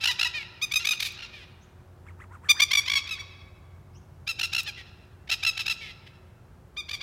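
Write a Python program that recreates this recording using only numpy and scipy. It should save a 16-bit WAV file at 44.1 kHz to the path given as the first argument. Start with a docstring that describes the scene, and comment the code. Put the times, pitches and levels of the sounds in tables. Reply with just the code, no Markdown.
"""Open parkland, one microphone: two lapwings scold a walker over distant traffic and leaves.
The calls come at once, pulses rung through throat and beak: rising pips, then a held, falling note.
The first burst trails off in a croak, and a small bird chirps far away. From 2 to 3 s one lapwing swoops
close overhead, feathers whistling, with the loudest calls. A low boom swells in the traffic at 4 s; more
scolding sinks into croaks, and the last calls come near 7 s. Trees and houses throw the voices back."""
import sys
import numpy as np
from scipy import signal
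from scipy.fft import rfft, irfft, next_fast_len
from scipy.io import wavfile
from scipy.ndimage import map_coordinates

SR = 44100
rng = np.random.default_rng(int(sys.argv[2]) if len(sys.argv) > 2 else 0)


def generate_wav(signal):
    """Clip the signal to [-1, 1] and save it as 16-bit WAV at the path in sys.argv[1]."""
    frames = np.transpose(np.atleast_2d(signal))
    scaled = np.clip(frames, -1, 1) * 32767
    pcm = np.round(scaled).astype(np.int16)
    wavfile.write(sys.argv[1], SR, pcm)


N = 309582

# Stuttered calls, pips and then a held note. Each row: note start and length in seconds, level in dB,
# pitch in Hz, depth of fall, roughness from 0 to 1, beak brightness in dB per octave, beak resonance
# in Hz, number of pips, their spacing in seconds, their lift over the note in dB.
STUTTERED_CALLS = [ (0.071, 0.057, -23.5, 1388, 0.1, .57, 7.5, 5400, 2, .016, 5),
                   (.245, .037, -25.5, 1349, 0.052, 0.28, 5.5, 5000, 3, 0.017, 6),
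                   (0.756, 0.026, -21, 1247, 0.0087, .11, 9.5, 6400, 2, 0.019, -1),
                   (0.907, .023, -23, 1241, 0.012, 0.21, 9, 6300, 3, .019, 3),
                   (1.049, 0.029, -31, 1222, 0.068, 0.63, 10.5, 4040, 2, 0.025, 8),
                   (1.22, 0.038, -40.5, 1396, 0.038, 0.46, 0, 5370, 3, .016, 0),
                   (2.617, 0.026, -16.5, 1192, 0.024, 0.13, 7, 5890, 1, .015, 3.5),
                   (2.77, .031, -20, 1149, .022, 0.11, 7, 5730, 3, 0.019, 3),
                   (2.953, .032, -22, 1117, 0.018, 0.14, 4.5, 5400, 4, .0185, 0.5),
                   (3.108, 0.041, -32, 1295, 0.055, 0.11, 5.5, 5630, 2, .018, -2),
                   (4.287, 0.034, -28, 1352, .06, 0.25, 7.5, 5100, 1, 0.0098, 3),
                   (4.429, 0.034, -26.5, 1365, 0.05, .45, 7.5, 5400, 2, 0.018, 2.5),
                   (4.579, 0.0327, -26.5, 1350, 0.066, 0.35, 8, 5500, 3, .016, 3.5),
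                   (5.312, 0.038, -24.5, 1344, 0.043, 0.54, 7, 5250, 1, .013, 1.5),
                   (5.463, 0.042, -22.5, 1336, .03, 0.26, 6.5, 5200, 2, 0.015, 0.5),
                   (5.591, .034, -29.5, 1331, 0.074, 0.68, 6.5, 5230, 1, 0.017, 2.5),
                   (5.696, 0.036, -27, 1342, 0.05, 0.43, 7, 5140, 2, 0.017, 2.5),
                   (6.93, 0.028, -31.5, 1205, 0.064, 0.22, 5, 4670, 2, 0.02, 1),
                   (7.031, .027, -30, 1232, .05, .27, 1, 4800, 1, 0.022, -1)]
# Notes without pips, plus an earlier call's fading ring at the start and a faint echo near 3.2 s.
# Each row: the first eight columns above, then the place of the pitch crest as a share of the length.
PLAIN_TONES = [ (0, .072, -35, 1322, 0.11, 0.54, 5, 5000, 0.23),
               (0.334, .062, -31, 622.4, 0.043, 0.07, 2, 4700, 0.16),
               (0.386, 0.051, -39.5, 568, 0.076, .05, 5, 4700, 0.29),
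               (0.611, 0.044, -25, 1255, 0.038, .03, 8, 6200, 0.58),
               (0.785, 0.058, -36, 1375, 0.025, 0.47, 2, 5500, 0.36),
               (0.923, 0.019, -28, 1443, 0.03, 0.6, -1.5, 4500, .23),
               (2.485, 0.038, -13, 1214, 0.046, 0.06, 8, 6100, 0.5),
               (2.853, 0.0162, -28.5, 1280, 0.021, 0.3, 5, 5200, 0.59),
               (2.967, .031, -30.5, 1350, .071, 0.33, 3.5, 5000, 0.1),
               (3.185, 0.032, -37, 1158, 0.023, 0, 3.5, 5750, 0.18),
               (4.656, .049, -32.5, 856, 0.055, 0.19, 6.5, 5100, 0.27),
               (6.762, 0.053, -32.5, 1225, 0.048, 0.01, 2, 4150, 0.5)]
# The hoarse voice cracks into its lower register. Each row: start and length in seconds.
VOICE_CRACKS = [(0.087, 0.025), (0.254, 0.016), (4.659, .018), (6.76, 0.0089)]
# Low croaks. Each row: start and length in seconds, level in dB, pulses per second, share of that rate
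# lost by the end, throat resonance in Hz.
LOW_CROAKS = [(1.324, 0.13, -48.5, 640, 0.26, 2440), (4.767, 0.06, -43.5, 400, 0.063, 2020),
              (5.272, 0.015, -41, 450, .05, 1950), (5.804, .122, -42.5, 460, 0.13, 2216),
              (6.061, 0.026, -46.5, 430, 0.08, 1900)]
# Knocks in the hardest calls. Each row: start in seconds, peak in dB, pitch in Hz.
MEMBRANE_KNOCKS = [(2.489, -45, 476), (2.598, -37, 650), (5.293, -43.5, 650)]
# Throat and beak, calling and croaking. Each row: frequency in Hz, relative gain in dB.
CALL_COLOUR = [(400, -48.5), (600, -17), (900, -5), (1250, -12.5), (1650, 1.5), (2050, 0), (2500, -3),
               (3100, 3), (3750, 1.5), (4700, -6), (5400, -10), (6200, -15), (7200, -21.5), (8800, -31),
               (11000, -29.5), (16000, -44)]
CROAK_COLOUR = [(1300, -20), (2100, -6), (3400, -3), (4200, -13), (5300, -14), (7000, -29), (16000, -40)]
# Wingbeats over the microphone. 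Each row: mid-stroke in seconds, top whistle in Hz, level in dB.
WING_STROKES = [(2.088, 2245, -51), (2.223, 2050, -47), (2.344, 1440, -47.5), (2.463, 1780, -45),
                (2.581, 1850, -42.5), (2.821, 2100, -49), (3.071, 2200, -50.5), (3.198, 2180, -49)]
# Air through the feathers. Each row: frequency in Hz, relative level in dB.
FEATHER_SPECTRUM = [(400, -17), (1200, 1.5), (4800, -28), (7800, -16), (16000, -35.5)]
# How much of the calls goes out to trees and walls. Each row: time in seconds, gain in dB.
CALL_SEND = [(0, -13.5), (.7, -18), (1.1, -10.5), (2.5, -20), (3.0, -14), (5.0, -17), (6.9, -14)]
# The park's ring. Each row: band centre in Hz, relative level in dB, seconds to fall by 60 dB.
PARK_BANDS = [(1070, -6.5, 3.2), (2350, -7, 1.25), (3350, -6.5, 1.2), (5107, -4, 0.97), (8000, 1, 0.34),
              (14000, 2.5, 0.2)]
# Repeats off house walls. Each row: delay in seconds, gain in dB.
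WALL_ECHOES = [(.058, -12.5), (.198, -7)]
# Dry ticks close by. Each row: start in seconds, level in dB before filtering.
NEAR_TICKS = [(1.121, -40), (4.632, -32)]
# A small bird far off. Each row: start and length in seconds, level in dB, first and last pitch in Hz.
FAR_CHIRPS = [(1.601, 0.038, -69, 5350, 7080), (3.93, 0.051, -66.5, 4680, 6940)]
# Distant traffic. Each row: time in seconds, engine level in dB, relative rumble level in dB.
TRAFFIC_LEVELS = [(0, -53, -59), (1.2, -63.5, -57), (2.1, -45.5, -57), (2.9, -51, -58), (4.0, -51.5, -57.5),
                  (7.02, -62, -57.5)]
# Traffic rumble, its low boom, and leaves. Each row: frequency in Hz, relative level in dB.
RUMBLE_SPECTRUM = [(20, -28.5), (55, -3), (110, -2.5), (170, -9), (260, -17.5), (800, -22), (1600, -29),
                   (2600, -60)]
BOOM_SPECTRUM = [(80, -22), (132, 0), (210, -24.5), (500, -69.5)]
LEAF_SPECTRUM = [(900, -19), (1600, -1.5), (4000, -10), (16000, -18)]

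CUTOFF_HZ, THROAT_WIDTH_HZ, LOW_REGISTER_ROUGH = 15900, 260, 0.13


def held_notes(snap_s=0.0018, swell_s=0.0104, stutter_crest=0.27, sag_db=-1.5, closing_share=0.19):
    """Notes catch, arch and droop as pressure runs out; the opening ring and one echo share this shape."""
    out = np.zeros(N)
    notes = [(*call[:8], stutter_crest, snap_s) for call in STUTTERED_CALLS]
    notes += [(*tone, swell_s) for tone in PLAIN_TONES]
    for s, length, db, hz, fall, rough, bright_db, beak_hz, crest, attack_s in notes:
        t = np.arange(int(length * SR)) / SR
        u = t / length
        catching = np.exp(-t / attack_s)
        scoop = .09 * catching ** 1.7
        droop = 2 * fall * (abs(u - crest) / max(1 - crest, .1)) ** 2.4
        pitch = hz * (1 - scoop - droop + .018 * rough * drift(100, len(t)))
        rasp = rough * (1 - u ** 4) + .37 * catching ** 2
        voice = throat(syrinx(pitch, rasp, doubled=.063 * catching), hz, bright_db, beak_hz)
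        low = cracked(s + t)
        if low.any():
            voice = crossfade(voice, lower_register(pitch, hz), low)
        swell = 1 - np.exp(-(t / attack_s) ** 1.9)
        closing = np.sin(np.pi / 2 * np.clip((1 - u) / closing_share, 0, 1))
        level = from_db(db + sag_db * (u - 1) - 35 * fall * u ** 2)
        add(out, s, blown(voice, swell * closing) * level)
    return out


def stutters(lead_spacings=0.74):
    """Evenly spaced pips lead into a held note; the first builds up, the others snap open."""
    out = np.zeros(N)
    for s, _, db, hz, _, rough, bright_db, beak_hz, count, spacing, lift_db in STUTTERED_CALLS:
        for k in range(count):
            peak_s = s - spacing * (lead_spacings + count - 1 - k)
            if k == 0:
                pip_hz, swell_s, curve, trim_db = .94 * hz, .0058, 1.25, -1
            else:
                pip_hz, swell_s, curve, trim_db = 1.005 * hz, .225 * spacing, 2.7, .5
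            offset_s, sound = pip(pip_hz, rough, bright_db, beak_hz, swell_s, curve)
            add(out, peak_s + offset_s, sound * from_db(db + lift_db + trim_db))
    return out


def pip(hz, rough, bright_db, beak_hz, swell_s, curve, glide_s=0.0055, close_s=0.0046):
    """A pip swells from a rasp, rises and snaps shut. Gives its start (s from the peak) and sound."""
    t = np.arange(-2.4 * swell_s, 3 * close_s, 1 / SR)
    pressure = np.exp(-np.where(t < 0, (abs(t) / swell_s) ** curve, (t / close_s) ** 2))
    glide = min(.028 + .2 * rough, .11)
    pitch = hz * (1 + glide * np.tanh(t / glide_s))
    # While pressure is still low, a hoarse voice sounds in a lower register.
    slack = (1 - pressure) * (t < 0)
    upper = syrinx(pitch, .14 + .42 * rough + .12 * slack, doubled=.3 * slack)
    lower = syrinx(.66 * pitch, LOW_REGISTER_ROUGH)
    source = crossfade(upper, lower, np.clip(2.5 * slack * rough, 0, 1))
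    return t[0], blown(throat(source, hz, bright_db, beak_hz), pressure)


def syrinx(pitch, rough, doubled=0, jitter=0.055, hiss=0.015):
    """Sharp pulses; when rough they slip into twos and threes, grow uneven and gate a hiss."""
    size = len(pitch)
    cycles = np.cumsum(pitch * (1 + (.0015 + jitter * rough) * drift(600, size))) / SR
    harmonics = np.arange(1, int(CUTOFF_HZ / pitch.max()) + 2)
    pulses = -rms_one(np.cos(2 * np.pi * np.outer(harmonics, cycles)).sum(axis=0))
    pattern = np.pi / 4 * (1 + np.tanh(1.5 * drift(60, size)))
    twos = np.minimum(1.1 * rough * np.cos(pattern) + doubled, 1) * np.cos(np.pi * cycles)
    threes = rough * np.sin(pattern) * np.cos(2 * np.pi * cycles / 3)
    turbulence = (hiss + .42 * rough * (1 + np.cos(2 * np.pi * cycles))) * rng.standard_normal(size)
    shimmer = .65 * rough * drift(600, size)
    return pulses * (1 + twos + threes + shimmer) + turbulence


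def throat(source, hz, bright_db, beak_hz, usual_hz=1080, lowest_tuning_hz=2340):
    """The throat tunes to the second harmonic, down to a limit; the open beak rings above it."""
    # The throat resonance grows as the beak opens and as the voice drops.
    octaves_down = max(np.log2(usual_hz / hz), 0)
    throat_db = 4.5 + .71 * bright_db + 14 * octaves_down
    peaks = [(max(2 * hz, lowest_tuning_hz), throat_db, THROAT_WIDTH_HZ), (beak_hz, 4.5, 240)]
    return resonate(source, CALL_COLOUR, bright_db, peaks)


def resonate(source, colour, bright_db, peaks, size=8192):
    """Throat filter with peaks (Hz, dB, width in Hz); the beak's opening tilts it above the first."""
    hz, first_hz = np.fft.rfftfreq(size, 1 / SR), peaks[0][0]
    db = at_hz(colour, hz) + bright_db * np.log2(np.maximum(hz, first_hz) / first_hz)
    db += sum(peak_db * np.exp(-.5 * ((hz - centre) / width) ** 2) for centre, peak_db, width in peaks)
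    # Folding the cepstrum makes the filter ring only after each pulse.
    cepstrum = irfft(np.log(from_db(db)))
    cepstrum[1:size // 2] *= 2
    cepstrum[size // 2 + 1:] = 0
    return rms_one(irfft(rfft(source, size) * np.exp(rfft(cepstrum)))[:len(source)])


def blown(voice, pressure, mellow_hz=5500):
    """Pressure sets the level; the high overtones come in last and leave first."""
    mellow = signal.sosfiltfilt(signal.butter(2, mellow_hz, fs=SR, output="sos"), voice)
    return pressure * (mellow + (voice - mellow) * pressure)


def cracked(s, flip_s=0.00099):
    """1 while the voice has cracked into its lower register, else 0, with a quick flip between."""
    return sum(np.clip(np.minimum(s - start, start + length - s) / flip_s + .5, 0, 1)
               for start, length in VOICE_CRACKS)


def lower_register(pitch, hz, pitch_share=0.72, loss_db=-2):
    """The cracked voice is lower, weaker and duller, and leans on its second harmonic."""
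    source = syrinx(pitch * pitch_share, LOW_REGISTER_ROUGH)
    peak = (2 * hz * pitch_share, 2, THROAT_WIDTH_HZ)
    return from_db(loss_db) * resonate(source, CALL_COLOUR, bright_db=1.5, peaks=[peak])


def croaks(fade_db=-8, edge_s=0.014):
    """Slack membranes give slow, hoarse pulses; the throat resonance sinks with them."""
    out = np.zeros(N)
    for s, length, db, rate, fall, throat_hz in LOW_CROAKS:
        u = np.linspace(0, 1, int(length * SR))
        edges = np.clip(np.minimum(u, 1 - u) * length / edge_s, 0, 1)
        source = syrinx(rate * (1 - fall * u), rough=.2, jitter=.16, hiss=.5)
        early = resonate(source, CROAK_COLOUR, 0, [(throat_hz, 11, 150)])
        late = resonate(source, CROAK_COLOUR, 0, [(throat_hz * (1 - fall), 11, 150)])
        add(out, s, ((1 - u) * early + u * late) * edges * from_db(db + fade_db * (u - .5)))
    return out


def knocks(rise_cycles=1.8):
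    """The membranes catch as a hard call starts: a few low cycles swell and die."""
    out, t = np.zeros(N), np.arange(0, .03, 1 / SR)
    for s, db, hz in MEMBRANE_KNOCKS:
        age = t * hz / rise_cycles
        envelope = age * np.exp((1 - age ** 2) / 2)
        add(out, s, from_db(db) * envelope * np.sin(2 * np.pi * hz * t))
    return out


def wings(slow_hz=900, stroke_s=0.018, swell_s=0.021, swish=0.28):
    """Close overhead, flight feathers swish and whistle at a pitch that follows the wing's speed."""
    whistle, gust = np.zeros(N), np.zeros(N)
    t = np.arange(-.07, .07, 1 / SR)
    for s, top_hz, db in WING_STROKES:
        pitch = slow_hz + (top_hz - slow_hz) * np.exp(-(t / stroke_s) ** 2)
        phase = phase_of(pitch * (1 + .03 * drift(600, len(t))))
        level = from_db(db) * np.exp(-(t / swell_s) ** 2 / 2)
        turning = np.clip(t / stroke_s, -1, 1) ** 2  # narrower feathers join in as the wing turns
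        tones = np.sin(phase) + .36 * turning * (np.sin(1.45 * phase) + np.sin(2 * phase))
        add(whistle, s + t[0], level * tones * (1 + .5 * drift(150, len(t))))
        add(gust, s + t[0], level)
    return whistle + swish * gust * coloured_noise(FEATHER_SPECTRUM)


def echoes(voices, trees_db=7, wall_dull_hz=4800):
    """Trees on two sides scatter the calls; house walls give dull, distinct repeats."""
    trees = sum(tree_scatter(moving_path(voices, 0)) for side in range(2)) / 2
    dull = signal.sosfilt(signal.butter(2, wall_dull_hz, fs=SR, output="sos"), voices)
    walls = sum(from_db(db) * moving_path(dull, delay_s) for delay_s, db in WALL_ECHOES)
    return from_db(trees_db) * trees + walls


def moving_path(sound, delay_s, wander_s=0.0005):
    """The path to the microphone changes length as the birds wheel about, bending the pitch a little."""
    lag_s = delay_s + wander_s * drift(5, N)
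    return map_coordinates(sound, [np.arange(N) - lag_s * SR], order=3)


def tree_scatter(sound, onset_s=0.0013, near_s=0.027, near_db=5, patchy_db=5.5):
    """Near trunks answer first, then a long tail from the far trees that loses its treble."""
    t = np.arange(int(1.6 * SR)) / SR
    hz = np.fft.rfftfreq(len(t), 1 / SR)
    scatter = rfft(rng.standard_normal(len(t)) * from_db(patchy_db * drift(90, len(t))))
    log_centres = np.log([row[0] for row in PARK_BANDS])
    tail = np.zeros(len(t))
    for (_, db, t60), weights in zip(PARK_BANDS, np.eye(len(PARK_BANDS))):
        band = irfft(scatter * np.interp(np.log(hz + 1), log_centres, weights), len(t))
        tail += band * from_db(db - 60 * t / t60)
    onset = 1 - np.exp(-(t / onset_s) ** 2)
    response = tail * onset * (1 + from_db(near_db) * np.exp(-t / near_s))
    mid_gain = np.sqrt(np.mean(abs(rfft(response)[(hz > 2000) & (hz < 4000)]) ** 2))
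    return signal.fftconvolve(sound, response / mid_gain)[:N]


def ticks(decay_s=0.0043):
    """Bright little snaps close to the microphone."""
    snaps, t = np.zeros(N), np.arange(0, .02, 1 / SR)
    for s, db in NEAR_TICKS:
        add(snaps, s, from_db(db) * np.exp(-t / decay_s) * rng.standard_normal(len(t)) / 2)
    return signal.sosfilt(signal.butter(2, 3000, "high", fs=SR, output="sos"), snaps)


def small_bird(lower_db=-3):
    """Thin rising whistles from far off, with a weaker partial an octave below."""
    out = np.zeros(N)
    for s, length, db, from_hz, to_hz in FAR_CHIRPS:
        u = np.linspace(0, 1, int(length * SR))
        glide_hz = from_hz + (to_hz - from_hz) * u
        phase = phase_of(glide_hz * (1 + .015 * drift(500, len(u))))
        tones = np.sin(phase) + from_db(lower_db) * np.sin(phase / 2)
        add(out, s, from_db(db) * np.sin(np.pi * u) * tones)
    return out


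def traffic_boom(peak_s=4.0, peak_db=-55, fade_db_per_s=12.5):
    """A low boom in the distant traffic swells and fades."""
    from_peak_s = abs(np.arange(N) / SR - peak_s)
    return from_db(peak_db - fade_db_per_s * from_peak_s) * coloured_noise(BOOM_SPECTRUM)


def traffic(engine_hz=87.3, hum_hz=365, hum_db=-62, recede_db_per_s=0.48, mean_rumble_db=-52.5):
    """Far traffic rumbles, with one droning engine and a faint hum that recedes."""
    times, *levels = np.transpose(TRAFFIC_LEVELS)
    t = np.arange(N) / SR
    engine_db, rumble_db = (np.interp(t, times, db) for db in levels)
    drone = np.sin(phase_of(engine_hz * (1 + .038 * drift(6.7, N)))) * (1 + .33 * drift(6, N))
    hum = np.sin(phase_of(hum_hz * (1 + .004 * drift(7, N)))) * (1 + .18 * drift(7.2, N))
    rumble = from_db(mean_rumble_db + rumble_db - rumble_db.mean()) * coloured_noise(RUMBLE_SPECTRUM)
    return rumble + from_db(engine_db) * drone + from_db(hum_db - recede_db_per_s * t) * hum


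def leaves(db=-70.5):
    """A faint, steady hiss of leaves behind everything."""
    return from_db(db) * coloured_noise(LEAF_SPECTRUM)


def from_db(db):
    return 10 ** (np.asarray(db) / 20)


def rms_one(x):
    return x / np.sqrt(np.mean(x ** 2) + 1e-20)


def phase_of(hz):
    return 2 * np.pi * np.cumsum(hz) / SR


def crossfade(first, second, share):
    return np.sqrt(1 - share) * first + np.sqrt(share) * second


def at_hz(spectrum, hz):
    """Read a spectrum on a log-frequency axis."""
    points_hz, db = np.transpose(spectrum)
    return np.interp(np.log(np.maximum(hz, 1)), np.log(points_hz), db)


def add(track, s, sound):
    """Mix a sound into the track at s seconds."""
    i = max(int(s * SR), 0)
    track[i:i + len(sound)] += sound[:max(N - i, 0)]


def drift(rate_hz, size):
    """Smooth random wander, spread 1."""
    padded = next_fast_len(size + 4096)
    hz = np.fft.rfftfreq(padded, 1 / SR)
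    return rms_one(irfft(rfft(rng.standard_normal(padded)) / (1 + (hz / rate_hz) ** 2), padded))[:size]


def coloured_noise(spectrum):
    """Steady noise with a given spectrum, rms 1."""
    hz = np.fft.rfftfreq(N, 1 / SR)
    return rms_one(irfft(rfft(rng.standard_normal(N)) * from_db(at_hz(spectrum, hz)), N))


def scene():
    """What reaches the microphone: birds in the open air, their echoes, ticks, traffic and leaves."""
    calls = held_notes() + stutters() + croaks() + knocks()
    chirps = small_bird()
    send_db = np.interp(np.arange(N) / SR, *np.transpose(CALL_SEND))
    returns = echoes(calls * from_db(send_db) + chirps)
    boom = traffic_boom()
    return (calls + chirps + wings() + returns + ticks() + traffic() + boom + leaves())[None]


def record(dry):
    """The top is cut steeply."""
    return signal.sosfilt(signal.ellip(12, .1, 80, CUTOFF_HZ, fs=SR, output="sos"), dry)


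dry = scene()
out = record(dry)
generate_wav(out)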